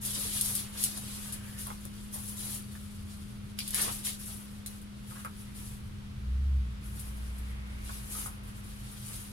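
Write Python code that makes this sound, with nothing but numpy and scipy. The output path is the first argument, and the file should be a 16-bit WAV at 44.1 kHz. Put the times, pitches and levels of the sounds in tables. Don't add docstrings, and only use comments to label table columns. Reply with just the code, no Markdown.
import sys
import numpy as np
from scipy import signal
from scipy.fft import rfft, irfft
from scipy.io import wavfile

SR = 44100
rng = np.random.default_rng(int(sys.argv[2]) if len(sys.argv) > 2 else 0)


def transcribe(signal):
    frames = np.atleast_2d(signal).T
    limited = np.clip(frames, -1, 1)
    pcm = np.round(limited * 32767).astype(np.int16)
    wavfile.write(sys.argv[1], SR, pcm)


N = 411000
TIME = np.arange(N) / SR


def from_db(db):
    return 10 ** (np.asarray(db) / 20)


def summed_db(gains):
    return 10 * np.log10(sum(gain ** 2 for gain in gains) + 1e-12)


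def unit_rms(x):
    return x / np.sqrt(np.mean(x ** 2) + 1e-20)


def in_time(rows):
    times, *columns = np.transpose(rows)
    return [np.interp(TIME, times, column) for column in columns]


def drift(rate_hz):
    step, settle = 40, 2000
    pole = np.exp(-2 * np.pi * rate_hz * step / SR)
    noise = rng.standard_normal(N // step + settle + 2)
    slow = signal.lfilter([1], [1, -2 * pole, pole * pole], noise)[settle:]
    return np.interp(np.arange(N) / step, np.arange(len(slow)), unit_rms(slow))


def response(spectrum, size=8192):
    hz, db = np.transpose(spectrum)
    grid = np.maximum(np.arange(size // 2 + 1) * SR / size, 1)
    cepstrum = irfft(np.log(from_db(np.interp(np.log(grid), np.log(hz), db))))
    cepstrum[1:size // 2] *= 2
    cepstrum[size // 2 + 1:] = 0
    return irfft(np.exp(rfft(cepstrum)))


def through(x, impulse):
    return signal.oaconvolve(x, impulse)[:N]


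def colour(x, spectrum):
    impulse = response(spectrum)
    return through(x, impulse / np.linalg.norm(impulse))


def wide_noise(spectrum, side_db):
    mid, side = [colour(rng.standard_normal(N), spectrum) for _ in range(2)]
    return mid + from_db(side_db) * side * [[1], [-1]]


def gesture(start, length, db, attack_s, release_db_per_s):
    t = TIME - start
    rise = np.sin(np.pi / 2 * np.clip(t / attack_s, 0, 1)) ** 2
    return rise * from_db(db - np.minimum(release_db_per_s * np.maximum(t - length, 0), 200))


def placed(sounds):
    out = np.zeros(N + SR)
    for start, db, sound in sounds:
        first = int(start * SR)
        out[first:first + len(sound)] += from_db(db) * sound
    return out[:N]


def open_air():
    # (frequency [Hz], relative level [dB])
    spectrum = [(60, -100), (180, -77.5), (300, -82.5), (450, -88), (700, -95.5), (1000, -94),
                (1320, -90.5), (1700, -95), (3500, -95), (5000, -99), (7000, -104), (11000, -103),
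                (13000, -111), (16000, -116)]
    return from_db(-57) * wide_noise(spectrum, side_db=-0.5)


def far_traffic():
    # (frequency [Hz], relative level [dB])
    spectrum = [(12, -8), (28, 1), (48, 2), (68, 2.5), (95, 4), (110, 1.5), (124, 7), (140, -7), (185, -8),
                (230, -21.5), (400, -41), (2000, -78)]
    # (time [s], level [dB])
    levels = [(0, -42.5), (.4, -46), (5.3, -47.5), (5.9, -42), (8.3, -46.5), (9.32, -47)]
    return from_db(in_time(levels)[0]) * wide_noise(spectrum, side_db=-19)


def distant_engine():
    # (time [s], firing rate [Hz], level [dB])
    revs = [(6.12, 55, -54), (6.32, 64.2, -30.5), (6.45, 69.7, -29.5), (6.58, 67, -25.5),
            (6.66, 61.3, -31.5), (6.78, 57.8, -42), (7.0, 57.34, -43.5), (7.4, 61.66, -37.5),
            (7.85, 60.6, -40.5), (8.1, 51.2, -48), (8.85, 49.4, -52), (9.32, 37, -59)]
    hz, db = in_time(revs)
    start_s, onset_s, waver_db = revs[0][0], 0.092, 1.0
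    running = np.clip((TIME - start_s) / onset_s, 0, 1)
    phase = 2 * np.pi * np.cumsum(hz) / SR
    tone = np.sqrt(2) * (np.sin(phase) + from_db(-23.5) * np.sin(2 * phase))
    return running * from_db(db + waver_db * drift(2.8)) * tone


def drones(waver_db=3):
    # (start [s], length [s], level [dB], frequency [Hz])
    swells = [(2.603, 0.44, -45, 89.2), (8.056, 1, -57, 101.2)]
    tones = np.zeros(N)
    for start, length, db, hz in swells:
        gain = gesture(start, length, db, attack_s=0.2, release_db_per_s=78)
        tones += gain * np.sqrt(2) * np.sin(2 * np.pi * hz * TIME)
    return tones * from_db(waver_db * drift(2.4))


def tyres(nearest_s=7.8, width_s=0.87):
    # (frequency [Hz], relative level [dB])
    spectrum = [(150, -4), (450, -2.5), (950, 0), (1600, -0.5), (2800, -4.5), (6000, -23), (16000, -49)]
    relative_distance = np.hypot(1, (TIME - nearest_s) / width_s)
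    return from_db(-59.5) / relative_distance * wide_noise(spectrum, side_db=6) / np.sqrt(2)


def machine_hum(hz=205.1, waver_db=0.17):
    # (time [s], level [dB])
    levels = [(0, -47.5), (2.6, -46.5), (5.8, -48.5), (6.5, -50), (9.32, -51)]
    mic_radians, mic_db = np.array([[-0.39], [0.39]]), np.array([[1.5], [-1.5]])
    tone = np.sqrt(2) * np.sin(2 * np.pi * hz * TIME + mic_radians)
    return from_db(in_time(levels)[0] + waver_db * drift(6.1) + mic_db) * tone


def yard(x, wet_db, t60_s, build_s, places):
    # (frequency [Hz], left minus right [dB])
    port_balance = [(200, -3.5), (400, -4), (1300, -0.5), (4400, -0.5), (6500, 2), (8400, 1), (10300, 7),
                    (11600, 0.5), (15000, -1.5)]
    left_lag_s = 0.00061
    t, channels = TIME[:SR // 5], []
    decay = from_db(-60 * t / t60_s) * (1 - np.exp(-t / build_s))
    for side in (1, -1):
        shares = np.array([drift(20.1) for _ in range(places)])
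        shares /= np.linalg.norm(shares, axis=0)
        heard = np.roll(x, side * int(left_lag_s * SR / 2))
        for share in shares:
            echoes = rng.standard_normal(len(t)) ** 3 * decay
            heard = heard + from_db(wet_db) * through(x * share, echoes / np.linalg.norm(echoes))
        port = response([(hz, side * db / 2) for hz, db in port_balance], size=512)
        channels.append(through(heard, port) / np.hypot(1, from_db(wet_db)))
    return np.array(channels)


def run_of_cracks(length, per_s, follow_db):
    t = TIME[:SR // 6]
    cracking = rng.random(len(t)) < per_s / SR
    run = cracking * rng.uniform(0.48, 1, len(t)) * rng.choice([-1, 1], len(t))
    run *= from_db(follow_db) * np.exp(-(t / length) ** 2)
    run[0] = 1
    return run


def struck(hits, modes, per_s, follow_db):
    t, sounds = TIME[:SR // 10], []
    for start, db, length, pitch in hits:
        ring = sum((-1) ** k * from_db(level - 60 * t / t60) * np.sin(2 * np.pi * hz * pitch * t)
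                   for k, (hz, level, t60) in enumerate(modes))
        chatter = run_of_cracks(length, per_s, follow_db)
        sounds.append((start, db, signal.fftconvolve(chatter, ring / np.abs(ring).max())))
    return placed(sounds)


def wood_knocks():
    # (time [s], relative level [dB], grinding time [s], pitch [ratio])
    hits = [(.175, -49, 0.027, 0.42), (.252, -43.5, 0.015, 0.36), (.972, -44, .015, 0.77),
            (1.667, -41, 0.024, 0.84), (1.703, -35, 0.0098, 0.92), (1.851, -45.5, .008, 0.47),
            (2.14, -44.5, 0.034, 0.73), (2.752, -46.5, 0.011, 1.37), (3.588, -44, .004, 1.43),
            (3.739, -36, 0.095, 1.7), (3.82, -42.5, 0.036, 0.28), (3.872, -40, 0.017, 0.324),
            (3.88, -34.5, 0.018, 0.93), (4.07, -37, 0.026, 2.03), (5.109, -47, 0.032, 1.04),
            (5.155, -45.5, 0.063, 1.23), (5.248, -33.5, 0.018, 1.01), (7.893, -38.5, 0.0078, 1.1),
            (8.15, -46, 0.086, 0.97), (8.259, -38, 0.025, 0.95)]
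    # (frequency [Hz], relative level [dB], t60 [s])
    modes = [(503, -17, 0.026), (870, -4.5, 0.02), (1048, -0.5, 0.014), (1320, 0, 0.015), (1635, -9, 0.014),
             (2310, -5.5, 0.0061)]
    return from_db(5.5) * struck(hits, modes, per_s=1300, follow_db=-6.5)


def stub_clinks():
    # (time [s], level [dB], chatter time [s], pitch [ratio])
    hits = [(3.5885, -19.5, .007, 1.02), (3.604, -24.5, .004, 0.9), (4.661, -37, 0.006, 0.81),
            (4.664, -32, 0.016, 2.3)]
    # (frequency [Hz], relative level [dB], t60 [s])
    modes = [(1930, -4, 0.007), (2680, 4.5, 0.009), (3800, 2, 0.0059), (4710, 2, 0.042), (5110, 0, 0.047),
             (5260, -15, 0.092), (5610, -5, 0.027)]
    return struck(hits, modes, per_s=980, follow_db=-7.5)


def twig_snaps():
    # (time [s], relative level [dB], tearing time [s])
    breaks = [(0.051, -23, 0.022), (0.411, -12.5, 0.0062), (.458, -21, 0.0097), (.552, -22.5, 0.015),
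              (0.83, -19, .003), (0.839, -13.5, 0.0083), (0.9764, -26, 0.0026), (1.324, -27, 0.018),
              (1.669, -30, 0.0077), (1.853, -29.5, 0.0038), (2.142, -29.5, 0.024), (2.2863, -31, 0.01),
              (2.404, -38, .012), (2.752, -45, 0.017), (3.5894, -25.5, 0.0085), (3.678, -26, 0.011),
              (3.707, -22, 0.0042), (3.7455, -13, 0.0031), (3.8134, -18.5, 0.017), (4.059, -25, 0.036),
              (4.662, -28.5, 0.013), (4.8163, -40, 0.011), (5.111, -43, 0.0087), (5.248, -32, 0.0088),
              (6.995, -34, 0.022), (7.381, -42, 0.014), (8.2638, -27.5, 0.008)]
    # (frequency [Hz], relative level [dB])
    spectrum = [(400, -21), (1500, -22), (4000, -4.5), (6500, -6), (8500, 3.5), (10400, 7.5), (12000, 2),
                (16000, -11)]
    cracks = placed((start, db, run_of_cracks(length, per_s=1300, follow_db=-2))
                    for start, db, length in breaks)
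    return from_db(11) * colour(cracks, spectrum)


def ground_drags(rise_hz_per_s=520):
    # (start [s], length [s], level [dB], starting resonance [Hz])
    drags = [(1.199, 0.39, -59, 1562), (7.351, .55, -63, 2007)]
    out = np.zeros(N)
    for start, length, db, start_hz in drags:
        phase = 2 * np.pi * np.cumsum(start_hz + rise_hz_per_s * (TIME - start)) / SR
        rasp = drift(220) * np.cos(phase) + drift(220) * np.sin(phase)
        out += gesture(start, length, db, attack_s=0.061, release_db_per_s=160) * rasp
    return out


def movement():
    # (start [s], length [s], leaf level [dB], twigs over leaves [dB])
    sweeps = [(0, 0.58, -36.5, -7), (0.32, .07, -38, -8), (0.744, 0.12, -38, -6), (0.882, 0.45, -46, -5),
              (1.415, 0.12, -53, -11), (1.554, 0.078, -43.5, -7), (3.56, 0.18, -49, 0.5),
              (4.022, 0.025, -33.5, -2), (7.821, 0.11, -49, -2.5), (8.819, 0.34, -52, -6),
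              (9.028, 0.19, -46.5, -8.5)]
    # (start [s], length [s], leaf level [dB])
    treads = [(2.102, 0.22, -45), (2.347, 0.2, -40.5), (2.433, 0.068, -43), (4.174, 0.14, -46),
              (4.247, 0.078, -45.5), (4.375, 0.034, -50.5), (4.65, 0.066, -53.5), (5.044, .15, -51),
              (5.527, 0.19, -49.5), (6.8, 0.13, -55), (6.935, 0.14, -49.5), (7.927, .15, -50),
              (8.083, 0.13, -39.5)]
    # (start [s], length [s], leaf level [dB])
    stirs = [(0.552, 0.22, -50.5), (1.35, 1.78, -58), (3.055, 0.22, -64.5), (4.4, 0.36, -62.5),
             (4.946, .6, -61.5), (7.11, 0.19, -58), (7.607, 0.21, -63.5), (8.401, 1.02, -58)]
    haul = gesture(start=0.18, length=1.15, db=-56.5, attack_s=0.15, release_db_per_s=21)
    fall = gesture(start=3.72, length=0.14, db=-34, attack_s=0.025, release_db_per_s=115)
    fits = from_db(2.5 * drift(10))
    # (leaf gain, twigs over leaves [dB])
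    moves = [(gesture(*row, attack_s=0.039, release_db_per_s=180), share) for *row, share in sweeps]
    moves += [(gesture(*row, attack_s=0.031, release_db_per_s=168), -11.5) for row in treads]
    moves += [(fits * gesture(*row, attack_s=0.065, release_db_per_s=28.5), -5) for row in stirs]
    moves.append((fall, -6))
    leaf_db = summed_db(gain for gain, _ in moves)
    twig_db = summed_db(gain * from_db(share) for gain, share in moves)
    wood = from_db(-56 + 0.5 * (leaf_db + 41))
    return leaf_db, twig_db, summed_db([wood, haul, fall * from_db(-12.5)])


def friction(level_db, per_s, spread_db, clump_db, reference_db=-45.5):
    chance = np.clip(per_s * from_db((level_db - reference_db) / 2) / SR, 1e-4, 1)
    sizes = from_db(spread_db * np.minimum(rng.exponential(1, N), 4)) * rng.choice([-1, 1], N)
    cracks = (rng.random(N) < chance) * sizes / np.sqrt(chance)
    return from_db(level_db) * unit_rms(cracks * from_db(clump_db * drift(31)))


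def brush():
    # (frequency [Hz], relative level [dB])
    leaf_spectrum = [(3000, -24.5), (6000, -11), (7500, -9.5), (9000, -4.5), (10400, 0.5), (11500, -2.5),
                     (13000, -9.5), (16000, -19.5)]
    twig_spectrum = [(900, -22.5), (2000, -10.5), (2700, -4.5), (3500, 1.5), (4800, 0.5), (6500, -4.5),
                     (9000, -0.5), (15000, -29.5)]
    wood_spectrum = [(120, -4), (300, -2), (700, -5.5), (1100, -2), (1900, -6), (3000, -3.5), (7000, -43.5),
                     (16000, -46)]
    leaf_db, twig_db, wood_db = movement()
    leaves = colour(friction(leaf_db, per_s=1800, spread_db=1, clump_db=2), leaf_spectrum)
    twigs = colour(friction(twig_db, per_s=3200, spread_db=3.5, clump_db=2), twig_spectrum)
    wood = colour(friction(wood_db, per_s=3000, spread_db=3, clump_db=-1.5), wood_spectrum)
    return from_db(0.5) * leaves + from_db(2) * twigs + from_db(1.5) * wood


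def scene():
    rustle = yard(brush() + ground_drags(), wet_db=6, t60_s=0.15, build_s=0.0014, places=4)
    blows = twig_snaps() + wood_knocks() + stub_clinks()
    foreground = rustle + yard(blows, wet_db=-2.5, t60_s=0.12, build_s=0.0028, places=3)
    background = open_air() + far_traffic() + distant_engine() + drones() + tyres() + machine_hum()
    return foreground + background


def record(dry):
    cutoff_hz = 15850
    return signal.sosfilt(signal.ellip(12, 0.1, 80, cutoff_hz, fs=SR, output="sos"), dry)


dry = scene()
out = record(dry)
transcribe(out)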